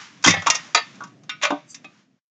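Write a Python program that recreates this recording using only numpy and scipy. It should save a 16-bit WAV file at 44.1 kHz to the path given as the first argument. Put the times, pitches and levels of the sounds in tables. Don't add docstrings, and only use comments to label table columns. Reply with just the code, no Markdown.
import sys
import numpy as np
from scipy import signal
from scipy.fft import rfft, irfft, next_fast_len
from scipy.io import wavfile

SR = 44100
rng = np.random.default_rng(int(sys.argv[2]) if len(sys.argv) > 2 else 0)


def transcribe(signal):
    frames = np.atleast_2d(signal).T
    limited = np.clip(frames, -1, 1)
    pcm = np.round(limited * 32767).astype(np.int16)
    wavfile.write(sys.argv[1], SR, pcm)


N = 101429
TIME = np.arange(N) / SR

# time in seconds, level in dB.
HISS_LEVELS = [(0, -42), (.03, -42), (.12, -52.5), (.2, -55.5), (.6, -43), (.72, -51.5), (.95, -53.5),
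               (1.1, -61.5), (1.2, -69), (1.4, -60.5), (1.65, -65.5), (1.9, -63), (2.0, -61), (2.08, -75.5),
               (2.19, -79.5), (2.21, -110)]
# frequency in Hz, relative level in dB.
HISS_SPECTRUM = [(300, -7.5), (600, -14.5), (950, 1), (1800, 1.5), (2800, -1.5), (4200, -5.5), (5600, -5.5),
                 (7000, -8), (7900, -21)]
# time in seconds, level in dB.
RUMBLE_LEVELS = [(0, -65.5), (.2, -54), (.5, -53.5), (.66, -52.5), (.8, -57.5), (1.03, -45.5), (1.1, -52.5),
                 (1.16, -50), (1.3, -53.5), (1.7, -58), (1.87, -54), (2.03, -63.5), (2.18, -65.5),
                 (2.205, -110)]
# frequency in Hz, relative level in dB.
RUMBLE_SPECTRUM = [(25, -34.5), (60, -29.5), (90, -18), (125, 2.5), (190, 3), (290, 2.5), (400, -12),
                   (700, -12), (1200, -42)]
WALL_SNAPS = [(0.2259,-56.5,-50,-47.5,-36.5),(.2402,-29.5,-24.5,-21,-16.5),(.244,-37,-19.5,-30,-9.5),(.249,-34.5,-17,-17,-39),(.261,-51,-17.5,-15,-11.5),(.273,-20.5,-16,-18.5,-10.5),(.279,-37,-35,-10.5,-10.5),(.293,-24.5,-45,-18.5,-15),(.306,-30,-48,-14.5,-13.5),(.339,-22.5,-27.5,-23,-29),(.368,-32,-37,-27.5,-49),(.392,-47,-52,-37.5,-56.5),(.421,-35.5,-33.5,-36,-36.5),(.462,-28,-24,-26,-33),(.4685,-25,-15.5,-17,-15),(.501,-25.5,-21,-15,-8),(.5457,-34.5,-37.5,-28,-24),(.5512,-37,-35.5,-24,-17),(0.646,-51,-56,-52.5,-46),(0.689,-50,-54,-57,-56),(.7474,-31.5,-23.5,-11.5,-12),(.757,-25.5,-24.5,-35.5,-30),(.775,-41.5,-32.5,-19.5,-33.5),(.789,-35,-39,-35,-39),(.955,-59,-61,-57,-51.5),(1.006,-47.5,-33.5,-49.5,-51),(1.021,-54.5,-37.5,-57,-57.5),(1.037,-64,-41.5,-46.5,-38.5),(1.073,-67.5,-58.5,-58.5,-52),(1.235,-59.5,-60,-57.5,-52),(1.2937,-59.5,-39.5,-23,-36),(1.414,-54,-39,-32.5,-43.5),(1.423,-52,-38.5,-28,-29.5),(1.427,-46,-32,-22.5,-28),(1.4329,-38,-30,-16,-19),(1.438,-29,-30,-18,-25.5),(1.451,-28,-22,-20.5,-22.5),(1.505,-19,-19.5,-29,-37.5),(1.745,-67,-53.5,-39.5,-29.5),(1.8444,-45,-45.5,-41,-50.5)]
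# lower and upper edge in Hz, wall ring in dB, its t60 (time to
# fall 60 dB) in seconds, room tail in dB, its t60 in seconds.
SNAP_REGISTERS = [(304.6, 800, -7, .15, -35.5, 0.3), (788.4, 1600, -2, 0.17, -36, 0.68),
                  (1644.5, 5010, -4, 0.15, -25, 0.52), (4517, 7900, -8, 0.096, -38, 0.77)]
# frequency in Hz, relative level in dB.
WALL_SPECTRUM = [(300, 0), (430, -6), (600, 7.5), (780, 4), (930, 1.5), (1200, 7), (1500, -1), (1700, 4.5),
                 (2050, 7.5), (2600, 8), (3050, 1), (3650, 6), (4150, -4.5), (4900, -6.5), (5600, -1),
                 (6500, -4), (7200, -9), (7700, -21.5), (7900, -23.5)]
# start in seconds, pitch in Hz, level in dB, t60 in seconds.
PITCHED_RINGS = [(.244, 1541, -14, .16), (.248, 3205, -5.5, 0.049), (.262, 4905, -21.5, 0.28),
                 (.273, 1415, -24.5, 0.19), (.28, 6260, -18, 0.13), (.28, 5580, -20.5, 0.15),
                 (.281, 2170, -21.5, 0.29), (.272, 1115, -19, 0.2), (.274, 1180, -28, .18),
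                 (.279, 2045, -6.5, 0.051), (.281, 2590, -29.5, .28), (.305, 3620, -23, 0.17),
                 (.326, 1956, -20.5, .3), (.339, 1885, -25.5, 0.29), (.34, 2170, -25.5, .22),
                 (.341, 1760, -30.5, 0.41), (.342, 790, -36, 0.33), (.4665, 930, -15, .17),
                 (.469, 1130, -9, 0.063), (.4695, 1031, -23.5, .24), (.501, 6710, -4, 0.031),
                 (.5015, 6090, -5.5, 0.021), (.502, 3616, -22.5, .16), (.5015, 1878, -25.5, 0.31),
                 (.503, 2190, -28, 0.24), (.5515, 4900, -30, 0.13), (.5515, 5540, -28.5, .14),
                 (1.007, 1136, -31.5, 0.2), (1.008, 1433, -30, 0.099), (1.294, 3628, -21, 0.088),
                 (1.294, 2320, -32, 0.26), (1.294, 2290, -31, 0.16), (1.294, 1256, -35.5, 0.24),
                 (1.294, 1474, -32.5, 0.23), (1.294, 2620, -36, 0.19), (1.294, 5540, -39.5, 0.19),
                 (1.433, 1119, -21.5, 0.27), (1.4345, 586.4, -21.5, 0.28), (1.4385, 1478, -16, .13),
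                 (1.451, 633, -27, 0.28), (1.4512, 2374, -18, 0.124), (1.846, 2525, -38.5, .13)]
# start in seconds, strength in dB, contact time in seconds.
TABLE_BUMPS = [(.259, -15, 0.0022), (.2755, -13, 0.00095), (.291, -14, 0.0056), (.364, -18.5, 0.0062),
               (.48, -35, .0015)]
# pitch in Hz, relative level in dB, t60 in seconds.
TABLE_MODES = [(87.4, -10.5, .13), (100.6, -4.5, 0.15), (165.6, -6.5, .2), (185.4, -8, .2), (246, -5, 0.14),
               (295, 4, .085), (373, -8.5, 0.13), (512, -12, 0.17)]
# start in seconds, strength in dB, wall stiffness as a pitch ratio.
SHELL_TAPS = [(0.748, -13.5, 0.99), (.7725, -21, 1.0)]
# pitch in Hz, relative level in dB, t60 in seconds.
SHELL_MODES = [(454, -15.5, .13), (593, -12.5, .11), (704.5, -4.5, .1), (940, -3.5, 0.14),
               (1266, 2.5, 0.075), (1232, -7.5, 0.091), (1499, -8, 0.094), (1809, -12, 0.25),
               (2080, -12.5, 0.23), (2230, -22.5, .16), (2610, -7, .15), (3846, -0.5, .09),
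               (4000, -1.5, 0.065), (4550, -6.5, .16), (4550, -12, 0.1), (4610, -2, 0.091),
               (4926, -7, 0.15), (6400, -16.5, .09)]
# start in seconds, strength in dB, contact time in seconds.
BASE_LANDINGS = [(1.505, -24, 0.00043), (1.522, -17.5, 0.0011), (1.536, -30, 0.0016),
                 (1.846, -42.5, 0.0013)]
# pitch in Hz, relative level in dB, t60 in seconds.
BASE_MODES = [(178, -19.5, 0.11), (290.8, -0.5, 0.12), (429, -14.5, 0.13), (594, -13, 0.16),
              (707, -3, 0.12), (772, -3, .15), (1120, -10, 0.15), (1172, -7, 0.097), (1203, -1, 0.096)]
# frequency in Hz, relative level in dB.
SLIDE_SPECTRUM = [(3500, -34), (4400, -26), (4750, 0.5), (5300, -22), (6200, 1.5), (6900, -10.5),
                  (7600, -1), (8000, -23), (8500, -11.5)]

TICKS_PER_S, TICK_DB = 250, -9.5
ATTACK_S = 0.00088
SNAP_DB, CRACK_DB, CRACK_T60_S, ECHO_DB, ECHO_T60_S = -0.5, -0.5, 0.042, -11, 0.073
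MODE_SPREAD_DB, DAMPING_SPREAD_DB = 3, 0.85
FLUTTER, FLUTTER_PER_S = 0.55, 77
WALL_LOW_HZ, RING_LOW_HZ = 270, 314


def from_db(db):
    return 10 ** (np.asarray(db) / 20)


def fade(t60):
    return from_db(-60 * np.minimum(TIME / t60, 4))


def rise(t):
    return 1 - np.exp(-t / ATTACK_S)


def add(out, s, sound):
    start = int(s * SR)
    part = sound[:N - start]
    out[start:start + len(part)] += part


def level(rows):
    return from_db(np.interp(TIME, *np.transpose(rows)))


def high_pass(x, hz):
    return signal.sosfilt(signal.butter(3, hz, "high", fs=SR, output="sos"), x)


def coloured(source, spectrum, low=20, high=7900):
    size = next_fast_len(N)
    hz = np.arange(size // 2 + 1) * SR / size + 1e-9
    points, db = np.transpose(spectrum)
    colour = from_db(np.interp(np.log(hz), np.log(points), db))
    edge_loss = np.sqrt((1 + (low / hz) ** 16) * (1 + (hz / high) ** 24))
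    x = irfft(rfft(source, size) * colour / edge_loss, size)[:N]
    return x / x.std()


def ring(hz, db, t60, flutter=0, length_s=0.7):
    t = TIME[TIME < length_s]
    knots = rng.standard_normal((2, 200))
    swell, skew = (flutter * np.interp(t * FLUTTER_PER_S, np.arange(len(k)), k) for k in knots)
    phase = 2 * np.pi * hz * t
    tone = ((1 + swell) * np.sin(phase) + skew * np.cos(phase)) / np.sqrt(1 + flutter ** 2)
    return rise(t) * from_db(db - 60 * t / t60) * tone


def faint_hiss():
    ticks = (rng.random(N) < TICKS_PER_S / SR) * rng.standard_normal(N)
    hiss = coloured(rng.standard_normal(N), HISS_SPECTRUM)
    return level(HISS_LEVELS) * (hiss + from_db(TICK_DB) * coloured(ticks, HISS_SPECTRUM))


def low_rumble():
    return level(RUMBLE_LEVELS) * coloured(rng.standard_normal(N), RUMBLE_SPECTRUM)


def wall_snaps():
    out = np.zeros(N)
    snaps = np.array(WALL_SNAPS)
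    starts = snaps[:, 0]
    for k, (low, high, ring_db, ring_t60, room_db, room_t60) in enumerate(SNAP_REGISTERS):
        dbs = SNAP_DB + snaps[:, k + 1]
        noise = coloured(rng.standard_normal(N), WALL_SPECTRUM, low, high)
        crack = from_db(CRACK_DB) * fade(CRACK_T60_S)
        echoes = from_db(ECHO_DB) * fade(ECHO_T60_S)
        room = from_db(room_db) * fade(room_t60)
        envelope = rise(TIME) * np.sqrt(crack ** 2 + echoes ** 2 + room ** 2)
        for s, db, shift in zip(starts, dbs, rng.integers(0, N, len(starts))):
            add(out, s, from_db(db) * envelope * np.roll(noise, shift))
        out += wall_ring(starts, dbs + ring_db, low, high, ring_t60, count=(12, 20, 56, 44)[k])
    return high_pass(out, WALL_LOW_HZ)


def wall_ring(starts, dbs, low, high, t60, count):
    pitches = low + (high - low) * (np.arange(count) + rng.random(count)) / count
    colour_db = np.interp(pitches, *np.transpose(WALL_SPECTRUM))
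    gains = from_db(colour_db + MODE_SPREAD_DB * rng.standard_normal(count))
    strengths = gains * rng.standard_normal((len(starts), count))
    snap_rms = np.sqrt(np.sum(strengths ** 2, axis=1, keepdims=True) / 2)
    strengths *= from_db(dbs)[:, None] / snap_rms
    mode_t60s = t60 * from_db(DAMPING_SPREAD_DB * rng.standard_normal(count))
    out = np.zeros(N)
    for hz, strength, mode_t60 in zip(pitches, strengths.T, mode_t60s):
        clicks = np.full(N, 1e-18)
        clicks[(starts * SR).astype(int)] = strength
        radius, angle = from_db(-60 / (mode_t60 * SR)), 2 * np.pi * hz / SR
        out += signal.lfilter([0, np.sin(angle)], [1, -2 * radius * np.cos(angle), radius ** 2], clicks)
    return out


def pitched_rings():
    out = np.zeros(N)
    for s, hz, db, t60 in PITCHED_RINGS:
        add(out, s, ring(hz, db, t60, FLUTTER))
    return high_pass(out, RING_LOW_HZ)


def knocks(blows, modes):
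    out = np.zeros(N)
    body = sum((-1) ** k * ring(*mode) for k, mode in enumerate(modes))
    for s, db, contact_s in blows:
        push = np.sin(np.pi * TIME[TIME < contact_s] / contact_s) ** 2
        add(out, s, from_db(db) * signal.fftconvolve(body, push / push.sum()))
    return out


def shell_taps():
    out = np.zeros(N)
    for s, db, pitch_ratio in SHELL_TAPS:
        for k, (hz, mode_db, t60) in enumerate(SHELL_MODES):
            add(out, s, (-1) ** k * ring(hz * pitch_ratio, db + mode_db, t60, FLUTTER))
    return high_pass(out, RING_LOW_HZ)


def rim_slide(peak_s=1.707, rise_s=0.0097, fall_s=0.021, peak_db=-39.5):
    swell = np.exp(-np.maximum((peak_s - TIME) / rise_s, (TIME - peak_s) / fall_s))
    swish = coloured(rng.standard_normal(N), SLIDE_SPECTRUM, low=3540, high=8700)
    return from_db(peak_db) * swell * swish


def scene():
    rumble = low_rumble()
    metal = wall_snaps() + pitched_rings() + shell_taps()
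    bumps = knocks(TABLE_BUMPS, TABLE_MODES)
    landings = knocks(BASE_LANDINGS, BASE_MODES)
    return (rumble + metal + bumps + landings + rim_slide() + faint_hiss())[None]


def record(dry, low_cut_hz=87, overload=0.9, high_cut_hz=8700):
    x = high_pass(dry, low_cut_hz)
    rounded = x / (1 + (x / overload) ** 4) ** .25
    return signal.sosfiltfilt(signal.butter(12, high_cut_hz, fs=SR, output="sos"), rounded)


dry = scene()
out = record(dry)
transcribe(out)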